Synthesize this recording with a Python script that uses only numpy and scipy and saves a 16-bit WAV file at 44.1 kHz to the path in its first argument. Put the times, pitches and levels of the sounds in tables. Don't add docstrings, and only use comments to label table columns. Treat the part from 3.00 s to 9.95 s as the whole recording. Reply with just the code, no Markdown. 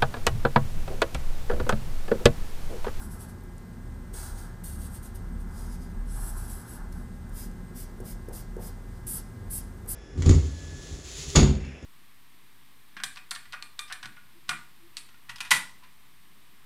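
import sys
import numpy as np
from scipy import signal
from scipy.fft import rfft, irfft, next_fast_len
from scipy.io import wavfile

SR = 44100
rng = np.random.default_rng(int(sys.argv[2]) if len(sys.argv) > 2 else 0)


def master_out(mix):
    frames = np.transpose(np.atleast_2d(mix))
    ceiling = np.clip(frames, -1, 1)
    pcm = np.round(ceiling * 32767).astype(np.int16)
    wavfile.write(sys.argv[1], SR, pcm)


def how_loud(loudness_db):
    steps = np.asarray(loudness_db, float) / 20
    return 10 ** steps


N = 306495
PADDED = next_fast_len(N)
TIME = np.arange(N) / SR
FREQ = np.maximum(np.arange(PADDED // 2 + 1) * SR / PADDED, 1)


def marker():
    # start, landing and hold in seconds, barrel level in dB, the same at the end of the hold.
    hatch = [
        (0.0, 0.0017, 0.054, -56.5, -56),
        (.085, .03, 0.036, -56, -56),
        (.18, 0.028, 0.031, -53.5, -57),
        (.275, .02, .015, -60, -65),
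    ]
    down = [
        (1.128, .011, .158, -49, -49.5),
        (1.345, 0.043, 0.066, -52.5, -60),
    ]
    up = [
        (1.635, 0.0056, 0.12, -45.5, -54),
        (1.76, 0.056, 0.053, -52.5, -53.5),
        (1.896, .05, 0.029, -50.5, -53.5),
        (2.02, 0.011, 0.033, -54, -51.5),
        (2.14, .016, .012, -51.5, -58),
        (2.383, 0.02, .008, -61, -60),
    ]
    slow_slant = [
        (2.47, .12, 0.082, -56, -61),
        (2.66, 0.064, 0.027, -57, -60.5),
        (2.78, 0.044, .03, -62, -65),
        (2.87, 0.031, .016, -71, -73),
        (5.86, .1, .014, -69, -69),
    ]
    long_across = [
        (3.05, 0.06, 0.19, -52.5, -46),
    ]
    across = [
        (3.325, 0.055, 0.08, -48, -61),
        (3.41, 0.095, 0.11, -49, -57),
        (3.645, 0.048, 0.073, -53, -58.5),
        (3.93, .005, .12, -65, -73),
    ]
    slant = [
        (4.32, .05, 0.089, -51, -57),
        (4.743, 0.019, 0.076, -51.5, -54),
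        (5.035, .019, 0.065, -54, -52.5),
        (5.321, 0.013, 0.071, -51.5, -53),
        (5.59, 0.021, 0.07, -56, -51.5),
    ]
    swipe = [
        (6.064, 0.0054, 0.11, -40.5, -43),
        (6.46, .016, .017, -71, -72),
        (6.497, 0.012, 0.074, -40.5, -39),
        (6.873, 0.02, 0.044, -36.5, -42),
    ]
    # frequency in Hz, level in dB per Hz.
    down_colour, up_colour = [(1500, -11), (2100, -14), (2700, -18), (3650, -11), (7300, -10), (8460, -9.5),
                              (11500, -12), (14400, -4), (15500, -8)], [(1290, -47), (2200, -25), (2700, -18), (4230, -14.5),
                                                   (7480, -13.5), (8530, -3.5), (10600, -7), (11600, -5.5),
                                                   (15500, -6)]
    across_colour, slant_colour = [(1500, -40), (2300, -16), (4500, -13.5), (7200, -12.5), (7600, -4),
                                   (10300, -4.5), (13800, 1), (14800, -10), (15500, -16)], [(1290, -27), (2200, 0.5), (2410, -7.5),
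                                                          (3360, -2.5), (4940, 0), (7360, 1), (9960, -4),
                                                          (11200, -2.5), (13700, 9.5), (15500, -1)]
    swipe_colour = [(1290, -51), (2200, -25.5), (4400, -21.5), (4820, -16), (6620, -18), (8120, -7),
                    (10400, -1.5), (11300, -5.5), (13000, -3), (15500, -16)]
    # frequency in Hz, width in Hz, level in dB.
    down_modes, up_modes = [(4730, 170, -8), (6640, 300, 4), (8100, 230, 1.5), (8660, 240, 10),
                            (10240, 680, 0), (12700, 400, 5), (14600, 400, -2)], [(8220, 71, -3), (9180, 85, 3), (10100, 38, -6),
                                                (10100, 170, -13), (10500, 64, -14), (11400, 210, 3),
                                                (14100, 83, -9)]
    across_modes, slant_modes = [(5380, 910, -7.5), (7620, 220, 5), (8290, 1700, -4.5), (8600, 61, -3),
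                                 (9540, 150, -8), (9900, 200, 5.5), (10370, 450, 3.5), (11000, 150, -4),
                                 (11000, 180, -6), (11750, 220, 2), (13300, 290, -15)], [(4950, 270, -0.5), (6200, 240, -22), (8030, 210, 1),
                                                       (9900, 870, 11.5), (12700, 400, 1), (12900, 370, -2)]
    swipe_modes = [(4900, 190, -18), (8180, 160, 5), (8800, 150, -6), (10130, 180, 4), (10650, 230, -5),
                   (11600, 150, -9), (11800, 180, -6), (12800, 270, 4)]
    # lift-off in dB per s, arch in dB per s of hold, paper in dB, paper leads in dB per dB (negative: it
    # lags), paper lingers 0-1, tip in dB, tip brightens by dB. The last number of a pull lifts the modes in dB.
    pulls = [
        (down, (250, 11, -4, 0.1, 0.2, -7.5, 0.1), down_colour, down_modes, 4),
        (up, (500, 15, -8, -0.14, 0.12, -2, -6), up_colour, up_modes, 5),
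        (across, (350, 1, -8.5, 0.2, 0.4, -8, 4.5), across_colour, across_modes, 5),
        (hatch, (400, 10, -8, -0.06, 0.38, -6, 2), across_colour, across_modes, 5),
        (long_across, (350, 6, -10.5, 0.66, 0.3, -19, 11), across_colour, across_modes, 5),
        (slow_slant, (500, 6, -4.5, 0.08, 0.31, -6, -3), slant_colour, slant_modes, 3),
        (slant, (600, 32, -4.5, 0, 0.47, -1.5, 0), slant_colour, slant_modes, 3),
        (swipe, (552, 43, -11.5, 0.1, 0.87, -6, 3.5), swipe_colour, swipe_modes, 4),
    ]
    rub = rfft(slips(per_s=9000, spread_db=-0.5, smooth=1.0), PADDED)
    flutter_db = 0.94 * drift(7.5) + 0.4 * drift(150)
    direct = sum(strokes(*pull, rub) for pull in pulls) * how_loud(flutter_db) + ticks()
    echoes = dying_noise(level_db=-38.5, t60=0.41, start_s=0.02)
    walls = signal.lfilter(*signal.butter(2, 6500, fs=SR), echoes)
    return direct + signal.fftconvolve(direct, walls)[:N]


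def strokes(rows, touch, points, modes, lift_db, rub):
    paper_gives, mean_db = 0.29, -53.5
    heard = rub * colour(points, modes, lift_db)
    paper = band(heard, 1500, 6730)
    barrel = band(heard, 7250, 11150)
    tip = band(heard, 11320, 17500)
    lift_db_per_s, arch_db_per_s, paper_db, leads, lingers, tip_db, brightens_db = touch
    out = np.zeros(N)
    for start_s, *shape in rows:
        first = round(start_s * SR)
        barrel_db = pressure(*shape, lift_db_per_s, arch_db_per_s)[:N - first]
        length = len(barrel_db)
        span = slice(first, first + length)
        peak_db, so_far_db = barrel_db.max(), np.maximum.accumulate(barrel_db)
        let_go_db = np.minimum(so_far_db - barrel_db, 18)
        landing_db = np.minimum(peak_db - so_far_db, 12)
        on_paper_db = paper_db + lingers * let_go_db + leads * landing_db - paper_gives * (peak_db - mean_db)
        on_tip_db = tip_db + brightens_db * np.minimum(np.linspace(0, 2, length), 1)
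        stroke = barrel[span] + how_loud(on_paper_db) * paper[span] + how_loud(on_tip_db) * tip[span]
        stroke *= signal.windows.tukey(length, 200 / length) * how_loud(barrel_db)
        sheet = dying_noise(level_db=-27, t60=0.045, start_s=0.0012)[:2500]
        sheet[0] = 1
        sheet_sound = signal.fftconvolve(stroke, sheet / np.sqrt(np.sum(sheet ** 2)))
        out[first:][:len(sheet_sound)] += sheet_sound[:N - first]
    return out


def pressure(attack_s, hold_s, db, end_db, lift_db_per_s, arch_db_per_s):
    landing_db, lifted_db = 19, 34
    lift_s = attack_s + hold_s
    end_s = lift_s + lifted_db / lift_db_per_s
    age = TIME[:round(end_s * SR)]
    arch_db = arch_db_per_s * hold_s * np.sin(np.pi * np.clip((age - attack_s) / hold_s, 0, 1))
    levels_db = [db - landing_db, db, end_db, end_db - lifted_db]
    return arch_db + np.interp(age, [0, attack_s, lift_s, end_s], levels_db)


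def slips(per_s, spread_db, smooth):
    sizes = how_loud(spread_db * np.minimum(rng.exponential(1, N), 4)) * rng.choice([-1, 1], N)
    clicks = sizes * (rng.random(N) < per_s / SR)
    return rms_one(clicks) + smooth * rng.standard_normal(N)


def ticks():
    # time in seconds, peak in dB, frequency in Hz, decay in seconds.
    landings = [(.4085, -48, 8400, .001), (.4369, -43, 11000, .001), (.58, -38, 8600, .0015),
                (.5884, -52, 4600, .001), (3.922, -39.5, 9500, 0.0025), (3.925, -41, 5000, 0.0024),
                (4.292, -47, 10000, .003), (4.5136, -43, 9500, .001), (5.002, -38, 9900, 0.0014),
                (5.007, -40, 11000, .002), (5.2854, -36.5, 10500, .0012), (5.2914, -42, 9760, .0012),
                (5.5653, -40.5, 8400, .0012), (6.8598, -40, 11000, 0.0013)]
    out, length = np.zeros(N), 900
    age = TIME[:length]
    for s, db, hz, decay_s in landings:
        burst = rng.standard_normal(length) * age * np.exp(-age / decay_s)
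        tip_band = signal.butter(1, [0.83 * hz, 1.2 * hz], "band", fs=SR, output="sos")
        burst = signal.sosfilt(tip_band, burst)
        out[round(s * SR):][:length] += how_loud(db - 5.5) * burst / np.abs(burst).max()
    return out


def knocks():
    # time in seconds, peak in dB.
    hits = [
        (1.14, -47.5),
        (4.711, -53),
        (5.002, -39.5),
        (5.284, -37),
        (5.567, -34.5),
        (6.428, -47),
        (6.856, -46.5),
    ]
    # frequency in Hz, level in dB, t60 in seconds.
    table_modes = [(370.6, -2.5, 0.18), (428, 8.5, 0.038), (478, -12.5, 0.27), (790, -23, 0.033)]
    blows = np.zeros(N)
    for s, db in hits:
        blows[round(s * SR)] = how_loud(db - 0.5)
    age = TIME[:SR // 2]
    ring = sum(how_loud(db - 60 * age / t60) * np.sin(2 * np.pi * hz * age) for hz, db, t60 in table_modes)
    ring *= 1 - np.exp(-age / 0.0012)
    wall_band = signal.butter(3, [320, 950], "band", fs=SR, output="sos")
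    walls = signal.sosfilt(wall_band, dying_noise(level_db=3, t60=0.56, start_s=0.0093))
    panel_band = signal.butter(2, [340, 560], "band", fs=SR, output="sos")
    panel = signal.sosfilt(panel_band, dying_noise(level_db=9.5, t60=0.36, start_s=0.0075))
    return signal.fftconvolve(blows, ring + walls + panel)[:N]


def hand():
    # frequency in Hz, level in dB per Hz.
    skin_colour = [(400, -27), (600, -5.5), (830, 4), (1130, -1.5), (1320, 1), (1600, 2), (1780, -4),
                   (1880, -32), (2600, -37)]
    # middle and length in seconds, level in dB.
    slides = [(.0, 0.088, -49), (.18, 0.37, -53.5), (1.17, 0.053, -53), (1.26, 0.17, -49),
              (1.42, 0.22, -51.5), (1.9, 0.64, -56.5), (2.3, 0.18, -56.5), (2.6, 0.35, -53.5),
              (2.95, 0.27, -57.5), (3.2, 0.13, -47.5), (3.32, .2, -50), (3.53, 0.42, -51), (3.8, 0.15, -50),
              (3.98, .12, -54), (4.35, 0.21, -56.5), (5.35, 0.17, -62), (5.66, 0.15, -59),
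              (6.16, 0.091, -55), (6.92, .1, -56)]
    rub = rfft(slips(per_s=3000, spread_db=4.0, smooth=3.0), PADDED) * colour(skin_colour)
    return how_loud(-3.5) * swells(slides, rest_db=-59) * band(rub, 335, 2100)


def room_tone():
    # frequency in Hz, level in dB per Hz.
    air_colour = [(18, -15), (50, -15), (100, -7), (140, -8), (250, -8.5), (304, -22.5), (500, -29),
                  (560, -30), (1600, -38.5), (1900, -40.5), (2600, -45.5), (7850, -48), (15500, -50.5)]
    # frequency in Hz, width in Hz, level in dB.
    air_modes = [(35.2, 13.8, 16), (69.4, 5.8, 5), (92.2, 5, 9), (116.8, 6.2, 4.5), (175.8, 15.4, 10),
                 (205.6, 16.3, 4), (232.7, 14.4, 1.5), (358, 30, 3.5), (483, 37, -11)]
    # time in seconds, level in dB.
    draught = [(0.0, -38), (0.13, -38.5), (0.31, -46), (0.44, -41.5), (0.68, -46), (1.33, -37),
               (1.53, -42.5), (1.92, -36.5), (1.95, -41), (3.33, -31), (3.41, -38), (5.05, -42),
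               (5.07, -38), (6.31, -42.5), (6.39, -49), (6.48, -37), (6.85, -46.5), (6.95, -39)]
    # middle and length in seconds, level in dB.
    second_gusts = [(.09, 0.16, -38), (1.1, 0.54, -39.5), (1.8, .35, -35), (2.27, 0.38, -39),
                    (2.65, 0.82, -40.5), (3.45, 0.44, -43), (4.0, 0.62, -40.5), (5.17, 0.23, -42),
                    (6.05, .3, -42.5), (6.6, 0.38, -45.5)]
    rumble_gusts = [
        (.27, .3, -46.5),
        (.8, 0.53, -53),
        (2.2, 0.18, -47),
        (3.33, 0.44, -49),
        (5.17, 0.098, -52.5),
    ]
    drone_gusts = [(.1, 0.14, -46), (.82, 0.36, -49.5), (1.75, 0.51, -49), (2.4, 0.31, -47),
                   (2.8, 0.53, -44), (4.1, 0.52, -49), (4.55, .35, -47), (5.0, .15, -51.5), (5.65, .3, -49)]
    air = rfft(rng.standard_normal(PADDED)) * colour(air_colour, air_modes, sign=0.98)
    lowest = 0.8 * standing_wave(35.84, wander_hz=1.8) + 0.55 * band(air, 22, 56)
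    second = 0.51 * standing_wave(72.15, wander_hz=2.51) + 0.17 * band(air, 68.5, 60.4)
    low = how_loud(np.interp(TIME, *np.transpose(draught))) * lowest
    low += swells(second_gusts, rest_db=-51.5) * second
    low += swells(rumble_gusts, rest_db=-47) * band(air, 66.0, 127)
    low += swells(drone_gusts, rest_db=-50) * band(air, 141.4, 274)
    return low + how_loud(-54) * band(air, 304.0, 19000)


def fan():
    # frequency in Hz, level in dB.
    harmonics = [(813, -73.5), (942, -78), (1060, -70.5), (1221, -81), (1315, -76), (1628, -67.5),
                 (1831.5, -73), (2035, -69.5), (2238.5, -88)]
    # frequency in Hz, width in Hz, level in dB.
    whistle = [(8370, 76, -78.5), (8450, 24, -76)]
    out = np.zeros(N)
    for hz, db in harmonics:
        out += np.sqrt(2) * how_loud(db) * np.sin(2 * np.pi * (hz * TIME + rng.random()))
    out *= how_loud(0.44 * drift(3.6))
    white = rfft(rng.standard_normal(PADDED))
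    for hz, width_hz, db in whistle:
        out += how_loud(db) * back_in_time(white / (1 + (2 * (FREQ - hz) / width_hz) ** 2))
    return out


def standing_wave(hz, wander_hz):
    return np.sqrt(2) * np.sin(2 * np.pi * np.cumsum(hz + wander_hz * drift(3.15)) / SR)


def swells(rows, rest_db):
    power = np.full(N, how_loud(2 * rest_db))
    for middle_s, length_s, db in rows:
        away = np.abs(TIME - middle_s) / (length_s / 2)
        power += how_loud(2 * db) * np.clip(1.5 - away, 0, 1) ** 2
    return np.sqrt(power)


def dying_noise(level_db, t60, start_s):
    age = TIME[:SR // 2]
    return rng.standard_normal(len(age)) * how_loud(level_db - 60 * age / t60) * (age > start_s)


def colour(points, modes=(), lift_db=0, sign=-1):
    hz, level_db = np.transpose(points)
    smooth = how_loud(np.interp(np.log(FREQ), np.log(hz), level_db))
    rings = 0
    for k, (centre_hz, width_hz, db) in enumerate(modes):
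        rings = rings + sign ** k * how_loud(db + lift_db) / (1 + 2j * (FREQ - centre_hz) / width_hz)
    return smooth * (1 + rings)


def band(spectrum, low_hz, high_hz):
    edges = (1 + (low_hz / FREQ) ** 24) * (1 + (FREQ / high_hz) ** 24)
    return back_in_time(spectrum / np.sqrt(edges))


def drift(rate_hz):
    return back_in_time(rfft(rng.standard_normal(PADDED)) / (1 + (FREQ / rate_hz) ** 2))


def back_in_time(spectrum):
    return rms_one(irfft(spectrum, PADDED)[:N])


def rms_one(x):
    return x / np.sqrt(np.mean(x ** 2) + 1e-20)


def scene():
    return (marker() + knocks() + hand() + room_tone() + fan())[None]


def low_pass(x):
    return signal.sosfilt(signal.butter(12, 15620, fs=SR, output="sos"), x)


def record(dry):
    fade_db = np.interp(FREQ - 15300, [0, 250, 700], [0, -30, -55])
    mix = irfft(rfft(dry, PADDED) * how_loud(fade_db), PADDED)[:, :N]
    return low_pass(mix)


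dry = scene()
out = record(dry)
master_out(out)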